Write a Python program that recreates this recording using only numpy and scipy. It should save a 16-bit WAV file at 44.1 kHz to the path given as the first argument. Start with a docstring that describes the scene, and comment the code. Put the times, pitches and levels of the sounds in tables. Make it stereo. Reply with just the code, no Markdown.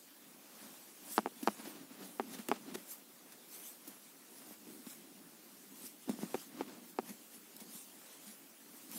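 """Knitting close to two microphones

Hands knit with thin metal needles in a quiet room. Shaped noise gives the hiss of the electronics, the short
swells of wool on skin, and the low rumble and rustle of moving hands. A needle end knocks and bounces on the
housing by the right microphone: contact forces ring dying modes, with noise ticks on top. Softer thumps reach
both microphones through the support as decaying sines; needle scrapes are brief bright noise bursts."""
import sys
import numpy as np
from scipy import signal
from scipy.fft import rfft, irfft
from scipy.io import wavfile
from scipy.ndimage import uniform_filter1d

SR = 44100
rng = np.random.default_rng(int(sys.argv[2]) if len(sys.argv) > 2 else 0)


def output_pcm(signal):
    """Save a mono or channel-first signal as 16-bit PCM at the path in sys.argv[1].

    Samples are clipped to [-1, 1] before scaling.
    """
    pcm = np.clip(np.atleast_2d(signal).T, -1, 1) * 32767
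    wavfile.write(sys.argv[1], SR, np.round(pcm).astype(np.int16))


N = 396018

# modes of the housing wall by the right microphone, before the stiffness factor: nominal_hz, level_db, t60_s
WALL_MODES = [(698, .8, .0032), (1886, -8.3, .0028)]


def gain_of(db):
    """Decibels to amplitude gain."""
    return 10 ** (np.asarray(db) / 20)


def read(points, hz):
    """Interpolates (hz, value) points on a logarithmic frequency axis."""
    point_hz, value = np.transpose(points)
    return np.interp(np.log(hz + 1), np.log(point_hz + 1), value)


def sides(pan_db):
    """Left and right gains for a left-right level difference."""
    return gain_of(np.array([pan_db / 2, -pan_db / 2]))


def add(mix, start_s, sound):
    """Mixes a stereo sound in at a time, cut at the end of the mix."""
    part = mix[:, round(start_s * SR):][:, :sound.shape[1]]
    part += sound[:, :part.shape[1]]


def noise(spectrum, likeness, patchy_db, tilt=((0, 0), (9, 0))):
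    """Stereo noise of rms 1 with drifting patches; tilt (s, dB per octave) swings the colour about 7.5 kHz."""
    size, hop = 512, 128  # samples
    frames = N // hop + 5
    hz = np.fft.rfftfreq(size, 1 / SR)
    a, b, c, d, patches = rng.standard_normal((frames, len(hz), 5)).T
    patches = uniform_filter1d(patches, size=6, axis=0)
    patches = uniform_filter1d(patches, size=16, axis=1)

    # the right side shares part of the left
    like = np.clip(read(likeness, hz), -1, 1)[:, None]
    left = a + 1j * b
    right = like * left + np.sqrt(1 - like ** 2) * (c + 1j * d)
    bins = np.array([left, right])

    frame_s = np.arange(frames) * hop / SR
    tilt_db = np.interp(frame_s, *np.transpose(tilt)).clip(-5, 5)
    lean_db = np.log2((hz[:, None] + 500) / 8000) * tilt_db
    shape = gain_of(read(spectrum, hz)[:, None] + lean_db)
    bins *= shape / np.sqrt(np.mean(shape ** 2, 0))  # colour at constant power
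    bins *= gain_of(patchy_db * patches / patches.std())
    x = signal.istft(bins, nperseg=size, noverlap=size - hop)[1][:, :N]
    return x / x.std()


def swells(rows, rest_db):
    """Stereo gain of movements over a rest level: 10 dB up within each rise, 10 dB down within each fall."""
    t = np.arange(0, N + 64, 64) / SR
    peak_s, db, rise_s, fall_s, pan_db = np.transpose(rows)[:, :, None]
    away = np.where(t < peak_s, (peak_s - t) / rise_s, (t - peak_s) / fall_s)
    gains = gain_of(db - 10 * away) * sides(pan_db)
    power = gain_of(rest_db) ** 2 + (gains ** 2).sum(1)
    return np.sqrt([np.interp(np.arange(N) / SR, t, p) for p in power])


def jerks(shape, rate_hz, decay_s):
    """Random impulses of exponential size, each dying away exponentially."""
    hits = rng.exponential(1, shape) * (rng.random(N) < rate_hz / SR if shape == N
                                        else rng.random(shape) < rate_hz / SR)
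    return signal.lfilter([1], [1, -np.exp(-1 / (decay_s * SR))], hits)


def ring(modes, t, factor=1, wave=np.cos):
    """Answer of dying modes to one sharp blow; the factor scales their frequencies."""
    return sum(gain_of(db - 60 * t / t60_s) * wave(2 * np.pi * hz * factor * t) for hz, db, t60_s in modes)


def push(t, peak_ms):
    """Contact force of unit impulse that peaks after peak_ms and then lets go."""
    u = np.maximum(t, 0) * 1000 / peak_ms
    return u * np.exp(-u) * 1000 / (peak_ms * SR)


def electronics_hiss():
    """Steady hiss of the electronics, partly alike at both microphones in the bass."""
    # spectrum: hz, relative_db_per_hz
    hiss_spectrum = [(30, -24), (70, -16), (110, 8), (190, -1), (240, 1), (490, -10), (900, -14),
                     (2770, -14.5), (3900, -15.5), (14000, -13), (15600, -12.5)]
    # left-right likeness: hz, likeness (0 to 1)
    hiss_likeness = [(60, 0.31), (300, 0.35), (700, 0.19), (1500, 0.036), (3000, 0.016)]
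    return gain_of(-56) * noise(hiss_spectrum, hiss_likeness, patchy_db=2.5)


def rubbing():
    """Fibres slide in a fine hiss that follows the hands; single fibres snap free as tiny grains."""
    # wool over skin and needle: peak_s, level_db, rise_s, fall_s, left_right_db, tilt_db_per_octave
    strokes = np.array([(.65, -55, 0.2, 0.57, 2.5, -1), (1.13, -43, 0.069, 0.047, -2.5, 1.3),
                        (1.17, -44.5, 0.041, 0.019, -3, -1.7), (1.42, -52.5, 0.072, 0.072, -2, -2.5),
                        (1.47, -49.5, 0.019, 0.086, -1, -2), (1.6, -55, .03, .04, 1, -4.5),
                        (1.69, -50.5, 0.11, 0.043, 3, 0), (2.05, -51.5, 0.035, .07, -2, -1),
                        (2.15, -57, 0.046, 0.12, 1, 0), (2.35, -47, 0.059, 0.017, 2, -3.5),
                        (2.42, -58, .1, .2, -4, -1), (2.78, -55, 0.13, .15, -2, -5.5),
                        (2.92, -40.5, 0.029, 0.034, 1.5, 4.5), (3.33, -56.5, .05, 0.037, -2, -2.5),
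                        (3.55, -48.5, 0.051, 0.061, 0, -0.9), (3.67, -47, 0.11, 0.069, -2, -1),
                        (3.88, -54, 0.063, 0.085, 1, 1), (4.05, -61, 0.09, 0.21, -1, -3),
                        (4.38, -57, .11, 0.13, 5, 0), (4.53, -53.5, .1, 0.025, -4, 2),
                        (4.75, -56, 0.12, 0.12, 2, 1), (4.91, -49, .07, 0.065, -4, -1),
                        (5.6, -59.5, .28, .3, 0, -1.5), (5.86, -44.5, 0.066, 0.04, -1, 0.5),
                        (6.03, -57, 0.033, .08, -3, -3), (6.1, -48.5, 0.018, 0.046, -2, -6),
                        (6.22, -52.5, 0.062, .1, -5, -2.5), (6.42, -50, 0.17, 0.053, 2, -2),
                        (6.9, -53, .05, 0.024, 1.5, 0.5), (7.1, -50, .05, 0.045, -1, -2),
                        (7.23, -59.5, .07, .15, -2, -1.5), (7.35, -51, 0.041, 0.035, -2, -1.5),
                        (7.62, -60, .3, .05, -3, -5), (7.76, -46.5, 0.066, 0.093, -2.5, -1),
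                        (8.15, -55.5, 0.34, .12, 1, -2.5), (8.28, -50.5, 0.065, 0.086, -3, -2.7),
                        (8.78, -55, 0.15, 0.17, 0, 1.5), (8.93, -47, 0.028, .1, -2, -2.5),
                        (8.98, -42.5, 0.044, .1, -7, 3)])
    # spectrum: hz, relative_db_per_hz
    wool_spectrum = [(500, -11.5), (1500, -11.5), (4500, -6.5), (6500, -4), (9000, -0.5), (13500, -0.5),
                     (16000, -5.5)]
    fibres = noise(wool_spectrum, [(1, 0.026)], patchy_db=3.5, tilt=strokes[:, [0, 5]])
    grain = 1 + 0.21 * jerks((2, N), rate_hz=260, decay_s=0.0014)
    return swells(strokes[:, :5], rest_db=-66.5) * grain * fibres


def handling():
    """Hand shifts carried by the support: a lumpy shared rumble and a duller, crumbly rustle at each side."""
    # shifts: peak_s, rumble_db, rustle_db, rise_s, fall_s, rustle_left_right_db
    shifts = [(.27, -62, -70, .1, .15, 0), (.63, -58.5, -57, .3, 0.29, 1.5),
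              (1.11, -54.5, -55.5, 0.12, 0.028, -1), (1.205, -49, -54, .01, .012, -9),
              (1.23, -51, -66, .03, .04, -9), (1.41, -57, -63, 0.16, .1, 2),
              (1.45, -46, -60, 0.027, 0.0076, -11), (1.505, -47, -53, .015, 0.014, -2),
              (1.6, -55, -52.5, 0.019, 0.027, 4), (1.67, -51, -50.5, 0.072, 0.061, 3.5),
              (1.76, -57, -55, 0.034, .05, 4), (1.82, -48.5, -59, 0.18, 0.067, 0),
              (1.92, -57, -56.5, .03, 0.07, 1), (2.03, -47, -51, .06, 0.065, 1),
              (2.22, -55, -67, .05, 0.06, -8), (2.35, -50, -54.5, 0.19, 0.09, 3.5),
              (2.5, -37, -54, 0.013, 0.04, -7), (2.547, -58, -50.5, .02, 0.009, -8),
              (2.56, -54, -49.5, .004, 0.019, -9), (2.7, -45.5, -56, 0.073, 0.07, 5),
              (2.95, -69, -60, 0.4, 0.084, -2), (3.23, -65, -65.5, 0.23, .3, -3),
              (3.6, -60, -64.5, 0.23, 0.12, -10), (3.93, -69, -59.5, 0.15, 0.042, -5),
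              (4.53, -55.5, -58.5, 0.26, 0.05, -2.5), (4.69, -50, -61.5, 0.072, 0.21, -2),
              (4.95, -59, -66, 0.23, 1, -6), (5.55, -62.5, -70, 0.23, 0.13, 2),
              (5.85, -53, -61, 0.13, 0.022, -9), (6.1, -45.5, -58, 0.027, .1, -5),
              (6.225, -39, -51, .025, 0.038, 2), (6.3, -60, -56.5, .05, .06, 1),
              (6.38, -45.5, -56, .08, 0.018, 1), (6.612, -43.5, -49.5, 0.073, 0.027, -1.5),
              (6.68, -48.5, -54.5, .025, 0.16, 2.5), (7.1, -50, -57, .1, 0.048, -1),
              (7.55, -59.5, -75, 0.075, 0.55, -4), (8.1, -74, -63.5, 0.27, 0.29, -7.5),
              (8.4, -63, -67, 0.084, 0.18, 3), (8.8, -61, -61.5, .2, 0.11, 3),
              (8.98, -47.5, -53.5, 0.073, .1, 4)]
    # spectrum: hz, relative_db_per_hz
    rumble_spectrum = [(40, -34), (110, -13), (180, 5.5), (240, 2.5), (350, -6.5), (450, -22), (700, -24),
                       (1500, -37)]
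    # spectrum: hz, relative_db_per_hz
    rustle_spectrum = [(200, -7), (500, 7), (1000, 3.5), (1600, 0.5), (2500, -1.5), (5000, -4.5),
                       (10000, -13)]
    peak_s, rumble_db, rustle_db, rise_s, fall_s, pan_db = np.transpose(shifts)
    rumble = noise(rumble_spectrum, [(1, 0.81)], patchy_db=2.5)
    rustle = noise(rustle_spectrum, [(1, 0.016)], patchy_db=0.5)
    crumbs = 1 + 0.49 * jerks(N, rate_hz=60, decay_s=0.0017)  # the yarn slips in small jerks
    rumble_gain = swells(np.c_[peak_s, rumble_db, rise_s, fall_s, 0 * peak_s], rest_db=-70)
    rustle_gain = swells(np.c_[peak_s, rustle_db, rise_s, fall_s, pan_db], rest_db=-69.5)
    return rumble_gain * rumble + rustle_gain * crumbs * rustle


def blows(start_s, db, contact_ms, stiff, gap_ms, drop_db, bounce_ms, touch_db):
    """A knock and two slacker bounces, the last sooner and weaker: start_s, then the settings of knock()."""
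    bounce = bounce_ms, stiff * 0.87, 2.5, touch_db
    last_gap, last_drop_db = 0.68, -14  # against the first bounce
    return [(start_s, db, contact_ms, stiff, 2.24, 3.9),
            (start_s + gap_ms / 1000, db + drop_db, *bounce),
            (start_s + gap_ms * (1 + last_gap) / 1000, db + drop_db + last_drop_db, *bounce)]


def knock(db, contact_ms, stiff, rebound_ms, rebound_db):
    """A hard contact and a softer rebound ring the near wall; the frame carries a dull, late swing far over."""
    # support under the right microphone: hz, level_db, t60_s
    support_modes = [(215, -25, .06)]
    # frame at the left microphone: hz, level_db, t60_s
    frame_modes = [(211, -32, .052), (484, -30, .022), (879, -28, .006)]
    rebound_contact_ms, frame_lag_s = 0.48, 0.0013
    t = np.arange(3000) / SR
    since_rebound_s = t - rebound_ms / 1000
    first = push(t, contact_ms)
    force = first + gain_of(rebound_db) * push(since_rebound_s, rebound_contact_ms)
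    near = signal.fftconvolve(force, ring(WALL_MODES, t, stiff) + ring(support_modes, t))[:len(t)]

    # loose parts of the housing buzz on for a moment
    buzz = rng.standard_normal(len(t)) * np.exp(-t / 0.0029) * (1 - np.exp(-t / 0.00065))
    near += gain_of(-21.5) * signal.lfilter(*signal.butter(2, [500, 2200], "band", fs=SR), buzz)

    late = np.maximum(t - frame_lag_s, 0)
    far = -signal.fftconvolve(first, ring(frame_modes, late, wave=np.sin))[:len(t)]

    # the metal ticks at both contacts
    second = np.exp(-abs(since_rebound_s - 0.6 * rebound_contact_ms / 1000) / 0.0002)
    grit = (np.exp(-t / 0.0005) + 0.12 * second) * rng.standard_normal(len(t))
    tick = signal.lfilter(*signal.butter(2, [1800, 5200], "band", fs=SR), grit)
    tick /= abs(tick).max()
    # the tick grows faster than the blow, and longer contacts tick less
    tick_db = 2.2 * db - 19 - 31.5 * contact_ms
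    return gain_of(db) * np.array([far, near]) + gain_of(tick_db) * tick * [[0.06], [1]]


def scrape(db, pan_db, rise_s, fall_s, tilt_db):
    """Needle on needle: brief friction noise that catches fast and breaks off, independent at each side."""
    t = np.arange(4096) / SR
    hz = np.fft.rfftfreq(len(t), 1 / SR)
    colour = gain_of(tilt_db * np.log2((hz + 700) / 8000))
    burst = irfft(rfft(rng.standard_normal((2, len(t)))) * colour)
    shape = np.where(t < rise_s, np.sqrt(t / rise_s), np.exp(-(t - rise_s) / fall_s))
    return gain_of(db) * sides(pan_db)[:, None] * burst * shape


def thump(db, pan_db, hz, held_s, slap_db):
    """The support swings while a soft blow lasts, then dies away; the first touch slaps the housing wall."""
    t60_s = 0.028
    t = np.arange(5000) / SR
    decay = gain_of(-60 * np.maximum(t - held_s, 0) / t60_s)
    swing = np.sin(2 * np.pi * hz * t) * decay * (1 - np.exp(-t / 0.00028))
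    slap = signal.fftconvolve(push(t - 0.0012, 0.42), ring(WALL_MODES, t))[:len(t)]
    both = 0.78 * swing + gain_of(slap_db) * slap / slap.max()
    return gain_of(db) * sides(pan_db)[:, None] * both


def scene():
    """Hiss, rubbing and handling, with every blow and scrape in its place."""
    # start_s, blow_db, contact_ms, stiffness_factor, bounce_after_ms, bounce_db (against the blow),
    # bounce_contact_ms, bounce_second_touch_db (against its first)
    knocks = [(1.18, 3.8, .14, 1.5, 9.2, -6, .17, -3), (1.2598, -6.1, .15, 1.13, 11, -4, .36, 1.5),
              (1.4748, 2.3, .14, 1.32, 8.7, -5, .17, -6), (2.1976, -3.9, .17, 1.12, 7.4, -6.5, .29, 3.5),
              (2.5154, -.9, .13, 1.26, 7, -5, .23, 5), (6.3441, -4, .28, .95, 7.7, -1, .45, -2.5),
              (6.609, -5, .3, 1.05, 8.2, -12.5, .28, -1), (6.9877, -2.8, .21, 1.09, 7.7, -8.5, .28, -1)]
    # start_s, level_db, left_right_db, rise_s, fall_s, tilt_db_per_octave
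    scrapes = [(1.427, -40.5, 3, 0.0046, 0.0059, 0.5), (2.335, -47, 5, 0.0026, .006, 2),
               (2.384, -47.5, 3, 0.0043, 0.034, -2.5), (2.4862, -29, 7, 0.00037, 0.0023, -2),
               (2.741, -39, 3, 0.015, 0.0017, -3), (3.321, -48, -1.5, 0.0022, .006, 1),
               (3.874, -46.5, -6, 0.0052, 0.013, 6.5), (4.864, -51, -7, .003, 0.0097, -2),
               (6.094, -39, -2, 0.0017, 0.0023, 0), (6.341, -47.5, 7, 0.0044, 0.0064, -7),
               (7.091, -47.5, 6, 0.0033, .006, -1), (7.565, -40.5, -3, 0.0016, 0.0017, 3.5),
               (7.601, -47, -3, .002, 0.029, 2.5), (8.9155, -38, 1, 0.00035, 0.00096, 5.5)]
    # start_s, level_db, left_right_db, ring_hz, held_s, slap_db (against level_db)
    thumps = [(1.428, -30.5, 2, 264, 0.005, -18), (1.595, -45, 3, 230, .0063, 1),
              (1.64, -43.5, 1, 210, 0.018, -9), (1.671, -41, 4, 333, .008, 0),
              (1.906, -46.5, 4, 250, 0.0092, -3), (2.005, -44, 2, 350, .008, 0),
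              (2.39, -37, 0, 214, 0.0082, -3), (2.488, -29, 3, 330, 0.0034, -3),
              (2.678, -39.5, 4, 247, 0.01, -12), (2.752, -34.5, -2, 373, .0049, -6),
              (3.875, -48.5, -3, 285, 0.0082, 2), (4.508, -49, -4, 205, 0.014, 7),
              (4.67, -41, -5, 225, 0.0043, -3), (4.867, -35, -2.5, 225, 0.0021, -11),
              (6.075, -38, -1.5, 305, .008, -7), (6.085, -41, -10, 219, 0.005, 5),
              (6.093, -23.5, -3, 218, 0.0077, -1.5), (6.108, -39, -12, 237, 0.004, 2),
              (6.128, -37.5, -1, 227, 0.012, -20), (6.188, -40.5, -10, 224, 0.0046, 3),
              (6.213, -37.5, -2, 200, 0.0051, -18), (6.231, -26.5, 5.5, 185, 0.0059, -2.5),
              (6.543, -45, 4, 270, 0.0088, -6), (6.776, -47, 1, 235, 0.014, -8),
              (7.099, -37, 2, 215, 0.014, -13), (7.613, -43.5, -4, 212, 0.01, -0.5),
              (7.748, -43.5, -3, 188, .008, -16), (8.267, -48, -4, 208, 0.033, -10)]
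    mix = electronics_hiss() + rubbing() + handling()
    contacts = [blow for row in knocks for blow in blows(*row)]
    for table, source in ((contacts, knock), (scrapes, scrape), (thumps, thump)):
        for start_s, *settings in table:
            add(mix, start_s, source(*settings))
    return mix


def record(dry):
    """The steep bass cut of the microphones, which lets a trace of deep bass through, then the band limit."""
    thin = signal.sosfilt(signal.butter(5, 210, "high", fs=SR, output="sos"), dry)
    thin += gain_of(-25) * signal.lfilter(*signal.butter(1, [45, 110], "band", fs=SR), dry)
    band_limit = signal.firwin(511, 15750, window=("kaiser", 9), fs=SR)
    return signal.oaconvolve(thin, band_limit[None], "same")


dry = scene()
out = record(dry)
output_pcm(out)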